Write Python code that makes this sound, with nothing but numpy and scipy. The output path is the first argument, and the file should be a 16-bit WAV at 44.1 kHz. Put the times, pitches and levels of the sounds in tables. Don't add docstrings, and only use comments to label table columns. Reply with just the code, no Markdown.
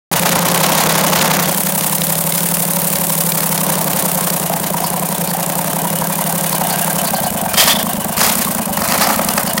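import sys
import numpy as np
from scipy import signal
from scipy.fft import rfft, irfft
from scipy.io import wavfile
from scipy.ndimage import uniform_filter1d

SR = 44100
rng = np.random.default_rng(int(sys.argv[2]) if len(sys.argv) > 2 else 0)


def to_wav(sig):
    pcm = np.clip(np.atleast_2d(sig), -1, 1) * 32767
    pcm = np.round(pcm).astype(np.int16)
    wavfile.write(sys.argv[1], SR, pcm.T)


N = 423360
TIME = np.arange(N) / SR

# time in seconds, engine cycles per second.
IDLE_SPEED = [(0.0, 10.695), (0.34, 10.099), (0.692, 11.678), (1.273, 11.11), (2.215, 11.768),
              (2.448, 12.259), (2.793, 11.998), (3.232, 11.909), (4.328, 10.57), (4.639, 9.479),
              (4.998, 10.812), (5.448, 10.635), (5.83, 11.852), (6.437, 11.801), (6.674, 11.164),
              (6.933, 11.935)]
STUMBLE_S, STUMBLE_ONSET_S, SAG_HZ_PER_S = 6.933, 0.18, 6.713
# start and length in seconds, cycles per second gained.
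CATCHES = [(7.553, 0.07, 4.031), (8.17, 0.06, 4.504), (8.703, 0.497, 6.487)]
NORMAL_HZ, SLUG_PER_HZ = 12.7, 0.032
BARK_DB_PER_HZ, RUSH_DB_PER_HZ, HISS_DB_PER_HZ = 0.74, 1, 1.19
# time in seconds, then boom, bark, rush and hiss in dB.
EXHAUST_LEVELS = [(.13, 6, -15, -20.5, -20), (.5, 9.5, -11.5, -19, -20), (1.38, 9.5, -12, -18.5, -20),
                  (1.58, 1.5, -23, -29.5, -22), (2.5, 2, -24, -31, -21.5), (3.35, 2.5, -24, -31.5, -21.5),
                  (3.7, 5, -18.5, -28, -22.5), (4.2, 3, -20, -29.5, -21), (4.6, 1, -23, -32.5, -25.5),
                  (5.8, 2, -22, -34, -26), (6.8, 2, -22, -31, -24), (7.3, 5, -23.5, -35, -25),
                  (9.6, 5, -22.5, -33.5, -26)]
# place in the cycle from 0 to 1, boom in dB, crack in dB.
STROKES = [(.005, -2.5, 4), (.364, -2, 6.5), (0.712, -19, -17)]
# note in Hz, swell in seconds, slug share, rebound share.
IDLE_BOOM = (176.5, 0.0088, 0.099, 0.067)
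STUMBLING_BOOM = (186, 0.0061, .24, 0.16)
# place, rise and decay in cycles, hiss in dB, rush and bark in dB.
PUFFS = [(.002, 0.017, 0.014, 9.5, 7), (.2, 0.12, 0.12, 3, 2), (0.33, 0.045, 0.059, 6.5, 1.5),
         (0.4, 0.04, 0.09, 5.5, 4.5), (0.665, 0.085, 0.12, 7, 3.5), (0.778, 0.046, 0.084, 2, 1.5)]
# time in seconds, dB added to the hiss level.
SPIT_LEVEL = [(0, 18), (2, 8), (4.2, 14), (7.4, 15.5), (8.7, 18.5), (9.6, 18)]
# note in Hz, width in Hz, level in dB.
PIPE_HUM = (170.6, 9.3, -6.5)
# note in Hz, decay in seconds.
PIPE_OVERTONE = (566, 0.033)
# place in the cycle, swell in seconds.
CHUFF = (.78, 0.029)
# place in the cycle, ring in Hz.
GAS_SLAP = (0.0025, 370)
SECOND_FIRING_POP = (.376, 876)

# start, rise, hold and decay in seconds, roar and whistle in dB,
# whistle in Hz, then dB added to the exhaust's bark, rush and hiss.
FLAMES = [(7.549, 0.11, 0.15, 0.034, -5.5, -3, 3300, 7.5, 1.5, 2.8),
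          (8.165, 0.055, 0.1, 0.11, -17, -17, 5040, 3.5, 17, 7.9),
          (8.76, 0.34, 0.3, 0.094, -16.5, -4, 1330, 8, 9, 1.5)]
# start in seconds, thump in dB, crack in dB, swell in seconds.
FUEL_POPS = [(7.54, -6, -6, .002), (7.5785, -10, -7, 0.0023), (7.6245, -5, -14, .002), (7.675, 3, 4, .0035),
             (8.172, -7, -12, 0.0035), (8.213, 2, 2, 0.002), (8.273, -8, -10, 0.0018),
             (8.7726, -6, -13.5, .0022), (8.818, -6, -13, 0.0018), (8.885, -15, -10, 0.0018),
             (8.921, -2, -3, 0.0015), (8.953, -5, -20, 0.0018), (8.9805, -9, -10, 0.0026),
             (9.011, -1, -6, 0.0023), (9.068, -5, -13, 0.0031), (9.101, 1, -14, 0.0022),
             (9.192, 1, -17, 0.0018), (9.2862, -5, -0.5, 0.0017), (9.3772, 5, -0.5, 0.002),
             (9.474, -13, -13.5, 0.0024), (9.577, -11, -7.5, 0.0025)]
# peak and swell in seconds, level in dB, ring in Hz.
SQUEALS = [(7.713, .022, -12, 3400), (7.762, .014, -19, 3400), (7.818, .018, -26, 3400),
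           (8.25, .016, -18, 5000)]

# place in the cycle, level in dB.
VALVES = [(.295, 1), (.39, 6.5), (.635, -7), (.985, 7)]
# start in seconds, level in dB.
HARD_CLACKS = [(1.865, -14), (1.952, -16), (2.018, -5), (2.3226, -9), (2.38, -10), (2.545, -14),
               (2.957, -7), (3.178, -18), (3.211, -14), (3.3195, -14), (3.405, -12), (3.548, -19),
               (3.5773, -8), (3.932, -14), (4.024, -25), (4.115, -22), (4.3017, -14)]
# start in seconds, level in dB, ring in Hz.
KNOCKS = [(4.498, -9.5, 666), (4.535, -13, 827), (4.703, -11, 616), (4.742, -12.5, 950), (4.803, -14, 694),
          (4.84, -13, 960), (4.9, -20, 724), (4.939, -14, 985), (4.978, -15, 750), (5.348, -13, 770),
          (5.59, -11, 907), (5.766, -18, 950), (5.85, -11, 957), (5.935, -17, 970), (6.019, -12.5, 910),
          (6.188, -13, 907), (6.3, -14, 784), (6.543, -15, 990), (6.614, -8, 743), (6.877, -11, 910),
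          (6.989, -12, 720), (7.14, -8, 750), (7.238, -12, 740), (7.266, -7.5, 720), (7.383, -15.5, 705),
          (7.461, -9.5, 744), (7.578, -6, 595), (8.093, -15, 690), (8.471, -17, 1090), (8.693, -16, 780)]
CLINKS = [(4.84, -16, 4640), (5.148, -24, 3500), (5.283, -18, 4570), (6.528, -18, 4500), (6.705, -16, 4380),
          (7.054, -16, 4450), (7.077, -24, 4500), (7.148, -16, 4240), (7.244, -17, 4350), (8.9, -21, 4500),
          (9.027, -10, 4900), (9.476, -19, 4630)]

# time in seconds, level in dB.
OVERTONE_LEVEL = [(0, -9), (1.4, -23), (1.7, -17), (2.4, -14), (3.2, -14), (3.7, -22), (6.5, -20),
                  (9.6, -25)]
CHUFF_LEVEL = [(0, -25), (1.4, -26), (1.7, -45), (4.4, -37), (5.5, -33), (6.9, -26.5), (8.0, -32),
               (9.0, -31), (9.6, -24.5)]
SLAP_LEVEL = [(0, -11), (1.7, -18.5), (4.5, -10.5), (7, -18), (7.8, -12), (9.6, -30)]
POP_LEVEL = [(0, -7), (1.4, 0), (1.6, -8.5), (3.3, -13), (4.4, -25), (7.2, -12), (9.6, -12)]
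RATTLE_LEVEL = [(0, -26), (1.6, -44), (3.3, -28), (4.4, -20.5), (6.2, -23), (7.2, -15.5), (8.7, -24),
                (9.6, -19.5)]
VALVE_LEVEL = [(0, -19), (1.6, -19), (4.1, -23), (4.7, -26), (9.6, -48)]

# frequency in Hz, width in Hz, level in dB.
PIPE_MODES = [(567, 37, 2.5), (894, 21, 10), (1070, 35, -16)]
FLAME_MODES = [(1275, 100, 14), (1855, 120, 14), (3130, 230, 5), (3360, 60, -12), (3620, 120, 0.5),
               (4820, 700, 6), (5660, 110, -1)]
TUBE_MODES = [(1572, 40, 8), (1940, 81, -1), (2460, 89, 0), (2910, 80, 5), (3435, 80, -4), (4170, 83, -7)]
LOOSE_STEEL_MODES = [(693, 29, 9.5), (761, 30, 5), (890, 17, -3), (1555, 27, -7)]

# frequency in Hz, level in dB.
BARK_COLOUR = [(60, -3), (130, 8), (300, 4), (400, -4.5), (540, 1.5), (750, -2.5), (1020, -1.5),
               (1300, -17.5), (2000, -20.5), (4000, -30.5)]
RUSH_COLOUR = [(600, 8.5), (1300, 5), (1900, 4), (2500, 0.5), (3300, 1), (5000, -1.5), (7000, -0.5),
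               (11000, -46)]
HISS_COLOUR = [(2000, -40), (5500, -13), (7500, -4), (9300, 1.5), (11500, -1.5), (14000, 0), (16000, 0.5)]
ROAR_COLOUR = [(150, -42), (600, 12), (1200, 3), (1950, 4.5), (2600, 7), (3400, -14), (4200, 4.5),
               (5100, 0), (8000, 2), (16000, 0.5)]
THUMP_COLOUR = [(300, -22), (600, 11.5), (1100, 2), (2000, -13), (3200, -28), (6000, -43)]
CLACK_COLOUR = [(900, -15), (2000, 7.5), (3200, 4.5), (5000, 7.5), (7000, -12), (16000, 5)]
RUMBLE_COLOUR = [(20, -11), (50, -8), (110, -5.5), (250, -13), (600, -69)]


def engine(speed, cycle, rasp_db=2, sputter_db=2.5, burst_db=1.16):
    bark_db, rush_db, hiss_db = blowing(speed)
    jet, flow = puffs(cycle)
    turbulence = undb(walk(45) + 0.5 * walk(900))
    boom, crack = firings(speed, cycle)
    rasp = undb(-2 + rasp_db * walk(130))
    bark = undb(-6) * crack + rasp * flow * repeating(noise(BARK_COLOUR), cycle, share=.45)
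    rush = undb(rush_db + sputter_db * walk(350) + burst_db * walk(110)) * flow * noise(RUSH_COLOUR)
    hiss = undb(hiss_db) * jet * noise(HISS_COLOUR)
    valve_opening = (cycle + .022) % 1 < .052
    spit = undb(hiss_db + curves(SPIT_LEVEL)[0]) * valve_opening * noise(HISS_COLOUR)
    return undb(0.47) * boom + undb(bark_db) * bark + turbulence * (rush + hiss) + spit


def firings(speed, cycle, crack_s=0.013, jitter_s=0.00014, slug_hz=71, slug_s=0.0081):
    boom, crack = np.zeros((2, N))
    column = gas_column(speed)
    t = TIME[:SR // 8] - .03
    crack_fade = np.exp(-t[t >= 0] / crack_s)
    lags = (0, 0.045, 0.14, 0.36)
    for place, boom_db, crack_db in STROKES:
        times = np.transpose([passes(cycle, place + lag) for lag in lags])
        for s, shove, wide_open, shut in times:
            pitch_dev, slug_dev, boom_dev, crack_dev, weight_dev = rng.standard_normal(5)
            hz, db, swell_s, slug, rebound = column[:, min(int(s * SR), N - 1)]
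            swell = bump(s + t - wide_open, swell_s) + rebound * bump(s + t - shut, swell_s)
            swing = swell * np.sin(2 * np.pi * hz * (1 + 0.024 * pitch_dev) * t)
            age = s + t - shove
            weight = slug * (1 + 0.34 * weight_dev)
            thump_hz = slug_hz * (1 + 0.093 * slug_dev)
            thump = weight * bump(age, slug_s) * np.cos(2 * np.pi * thump_hz * age)
            onset = s + jitter_s * slug_dev
            add(boom, onset + t[0], undb(db + boom_db + 1.37 * boom_dev) * (swing + thump))
            add(crack, onset, undb(crack_db + 2 * crack_dev) * crack_fade)
    return boom + pipe_hum(boom), resonate(crack * rng.standard_normal(N), PIPE_MODES)


def crank(start_place=.94):
    speed = curves(IDLE_SPEED)[0] - SAG_HZ_PER_S * np.maximum(TIME - STUMBLE_S, 0)
    for s, length, gained in CATCHES:
        speed += gained * np.clip((TIME - s) / length, 0, 1)
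    return speed, start_place - 1 + np.cumsum(speed) / SR


def gas_column(speed, heat_rise_hz=31.8, cooling_s=0.14):
    retained = np.exp(-1 / (cooling_s * SR))
    fire = sum(burn(*flame[:4]) for flame in FLAMES)
    heat = signal.lfilter([1 - retained], [1, -retained], fire)
    stumble = [(STUMBLE_S, *IDLE_BOOM), (STUMBLE_S + STUMBLE_ONSET_S, *STUMBLING_BOOM)]
    hz, swell_s, slug, rebound = curves(stumble)
    slug += SLUG_PER_HZ * np.maximum(NORMAL_HZ - speed, 0)
    return np.array([hz + heat_rise_hz * heat, curves(EXHAUST_LEVELS)[0], swell_s, slug, rebound])


def blowing(speed):
    levels = np.array(curves(EXHAUST_LEVELS)[1:])
    levels += np.outer([BARK_DB_PER_HZ, RUSH_DB_PER_HZ, HISS_DB_PER_HZ], speed - NORMAL_HZ)
    for flame in FLAMES:
        levels += np.outer(flame[-3:], burn(*flame[:4]))
    return levels


def puffs(cycle, steady_rush_db=2):
    places = np.arange(1000) / 1000
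    jet, flow = 1, undb(steady_rush_db) ** 2
    for place, rise, decay, hiss_db, rush_db in PUFFS:
        since = (places - place + .5) % 1 - .5
        puff = np.where(since < 0, bump(since, rise), np.exp(-since / decay))
        jet += (undb(hiss_db) * puff) ** 2
        flow += (undb(rush_db) * puff) ** 2
    return np.interp(cycle % 1, places, jet), np.interp(cycle % 1, places, flow)


def pipe_hum(boom):
    hz, width, db = PIPE_HUM
    idling = np.clip(1 - (TIME - STUMBLE_S) / STUMBLE_ONSET_S, 0, 1)
    return undb(db) * signal.lfilter(*signal.iirpeak(hz, hz / width, fs=SR), idling * boom)


def overtone(cycle, scatter_db=2):
    hz, decay_s = PIPE_OVERTONE
    out, t = np.zeros(N), TIME[:SR // 5]
    ring = np.sin(2 * np.pi * hz * t) * np.exp(-t / decay_s)
    for place, boom_db, _ in STROKES:
        for s, db in each_cycle(cycle, place, OVERTONE_LEVEL):
            add(out, s, undb(db + boom_db + scatter_db * rng.standard_normal()) * ring)
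    return out


def chuffs(cycle, detune=0.022, scatter_db=4):
    place, swell_s = CHUFF
    out, t = np.zeros(N), TIME[:SR // 10] - .05
    for s, db in each_cycle(cycle, place, CHUFF_LEVEL):
        modes = [(hz * rng.normal(1, detune), width, rng.normal(mode_db, scatter_db))
                 for hz, width, mode_db in TUBE_MODES]
        ring = resonate(rng.standard_normal(len(t)), modes)
        add(out, s + t[0], undb(db) * bump(t, swell_s) * ring)
    return out


def valve_pops(cycle, beat, levels, scatter_db, detune, ring_s):
    place, hz = beat
    out, t = np.zeros(N), TIME[:SR // 20]
    for s, db in each_cycle(cycle, place, levels):
        ring = pulse(t, ring_s) * np.sin(2 * np.pi * hz * rng.normal(1, detune) * t)
        add(out, s, undb(rng.normal(db, scatter_db)) * ring)
    return out


def flames(cycle, flicker_db=5.5, crackle_db=2.0, ring_on=1.64, whistle_q=3):
    roar = noise(ROAR_COLOUR)
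    whistle = resonate(rng.standard_normal(N), FLAME_MODES)
    fire, thumps, cracks = np.zeros((3, N))
    for s, rise, hold, decay, db, whistle_db, hz, *_ in FLAMES:
        ring = undb(whistle_db) * resonate(whistle, [(hz, hz / whistle_q, 0)])
        fire += undb(db) * burn(s, rise, hold, decay) * roar
        fire += undb(db) * burn(s, rise, hold, decay * ring_on) * ring
    for s, thump_db, crack_db, swell_s in FUEL_POPS:
        pop = pulse(TIME[:SR // 10], swell_s)
        add(thumps, s, undb(thump_db) * pop)
        add(cracks, s, undb(crack_db) * pop)
    _, flow = puffs(cycle)
    flutter = unit(flow) ** 0.36 * undb(flicker_db * walk(70) + crackle_db * walk(1200))
    return fire * flutter + thumps * noise(THUMP_COLOUR) + cracks * (roar + undb(-2) * whistle)


def burn(s, rise, hold, decay, first_puff=0.17):
    age = TIME - s
    growth = (age > 0) * np.clip(first_puff + age / rise, 0, 1)
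    return growth * np.exp(-np.maximum(age - hold, 0) / decay)


def squeal(width_hz=290):
    out, jet = np.zeros(N), rng.standard_normal(N)
    for s, swell_s, db, hz in SQUEALS:
        mode = [(hz, width_hz, 0)]
        out += undb(db) * bump(TIME - s, swell_s) * resonate(resonate(jet, mode), mode)
    return out


def rattle(taps_per_s=70, spread_db=3, knock_s=0.0019, tail_s=0.029):
    taps = (rng.random(N) < taps_per_s / SR) * undb(spread_db * rng.standard_normal(N))
    out = undb(curves(RATTLE_LEVEL)[0] - 3) * resonate(taps, LOOSE_STEEL_MODES)
    t = TIME[:SR // 10]
    knock = pulse(t, knock_s) + undb(-11) * np.exp(-t / tail_s)
    for s, db, hz in KNOCKS:
        add(out, s, undb(db + 4.5) * knock * np.sin(2 * np.pi * hz * t))
    return out


def clinks(decay_s=0.022, width_hz=170, upper_ratio=1.065, upper_db=-4):
    out, t = np.zeros(N), TIME[:SR // 8]
    for s, db, hz in CLINKS:
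        modes = [(hz, width_hz, 0), (hz * upper_ratio, width_hz, upper_db)]
        ring = resonate(rng.standard_normal(len(t)), modes)
        add(out, s, undb(db - 4.5) * np.exp(-t / decay_s) * ring)
    return out


def valve_clacks(cycle, scatter_db=4.0, decay_s=0.0019):
    blows = np.zeros(N)
    snap = np.exp(-TIME[:SR // 20] / decay_s)
    for place, db in VALVES:
        for s, near_db in each_cycle(cycle, place, VALVE_LEVEL):
            add(blows, s, undb(db + near_db + rng.normal(-2, scatter_db)) * snap)
    for s, db in HARD_CLACKS:
        add(blows, s, undb(db + 6) * snap)
    return blows * noise(CLACK_COLOUR)


def rumble(level_db=-25, waver_db=3):
    return undb(level_db + waver_db * walk(16)) * noise(RUMBLE_COLOUR)


def workshop(x, t60_s=0.41, wet_db=-15, damp_hz=3500):
    t = TIME[:SR // 2]
    tail = rng.standard_normal(len(t)) * np.exp(-np.log(1000) * t / t60_s) * (t > .006)
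    tail = signal.lfilter(*signal.butter(1, damp_hz, fs=SR), tail / np.linalg.norm(tail))
    return x + undb(wet_db) * signal.fftconvolve(x, tail)[:N]


def passes(cycle, place):
    return np.interp(np.arange(int(cycle[-1]) + 1) + place, cycle, TIME, right=N / SR + 1)


def each_cycle(cycle, place, levels):
    times = passes(cycle, place)
    return zip(times, curves(levels, times)[0])


def repeating(x, cycle, share):
    starts = np.append(0, passes(cycle, 0) * SR).astype(int)
    age = np.arange(N) - starts[np.searchsorted(starts, np.arange(N), side="right") - 1]
    return np.sqrt(share) * unit(x[age]) + np.sqrt(1 - share) * x


def bump(t, width):
    return np.exp(-(t / width) ** 2)


def pulse(t, peak_s):
    return t / peak_s * np.exp(1 - t / peak_s)


def undb(db):
    return 10 ** (np.asarray(db) / 20)


def unit(x):
    return x / np.sqrt(np.mean(x ** 2))


def curves(table, at=TIME):
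    times, *columns = np.transpose(table)
    return [np.interp(at, times, column) for column in columns]


def noise(colour):
    hz, db = np.transpose(colour)
    log_hz = np.log(np.fft.rfftfreq(N, 1 / SR) + 1)
    gain = undb(np.interp(log_hz, np.log(hz), db))
    return unit(irfft(rfft(rng.standard_normal(N)) * gain, N))


def resonate(x, modes):
    return unit(sum(undb(db) * signal.lfilter(*signal.iirpeak(hz, hz / width, fs=SR), x)
                    for hz, width, db in modes))


def walk(rate_hz):
    hold = max(int(SR / rate_hz), 1)
    steps = np.repeat(rng.standard_normal(N // hold + 1), hold)
    return unit(uniform_filter1d(steps, hold)[:N])


def add(track, s, sound):
    i = min(max(int(s * SR), 0), N)
    track[i:i + len(sound)] += sound[:N - i]


def scene():
    speed, cycle = crank()
    low_rumble = rumble()
    slaps = valve_pops(cycle, GAS_SLAP, SLAP_LEVEL, scatter_db=0.2, detune=.03, ring_s=0.002)
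    pops = valve_pops(cycle, SECOND_FIRING_POP, POP_LEVEL, scatter_db=3.6, detune=0.072, ring_s=.0012)
    exhaust = engine(speed, cycle) + slaps + pops + overtone(cycle) + chuffs(cycle)
    fire = flames(cycle) + squeal()
    steel = rattle() + clinks() + valve_clacks(cycle)
    return (workshop(exhaust + fire + steel) + low_rumble)[None]


def record(dry, ceiling=0.78, bias=0.062, leak=0.061, low_cut_hz=850, top_hz=15900, silent_s=.115):
    lopsided = dry + bias
    overloaded = lopsided / (1 + np.abs(lopsided / ceiling) ** 5) ** (1 / 5)
    picked_up = (1 - leak) * overloaded + leak * dry
    thin = signal.lfilter(*signal.butter(1, low_cut_hz, "high", fs=SR), picked_up)
    rounded = .76 * np.tanh(thin / .76)
    treble_cut = signal.ellip(10, .2, 70, top_hz, fs=SR, output="sos")
    return signal.sosfilt(treble_cut, rounded * (TIME > silent_s))


dry = scene()
out = record(dry)
to_wav(out)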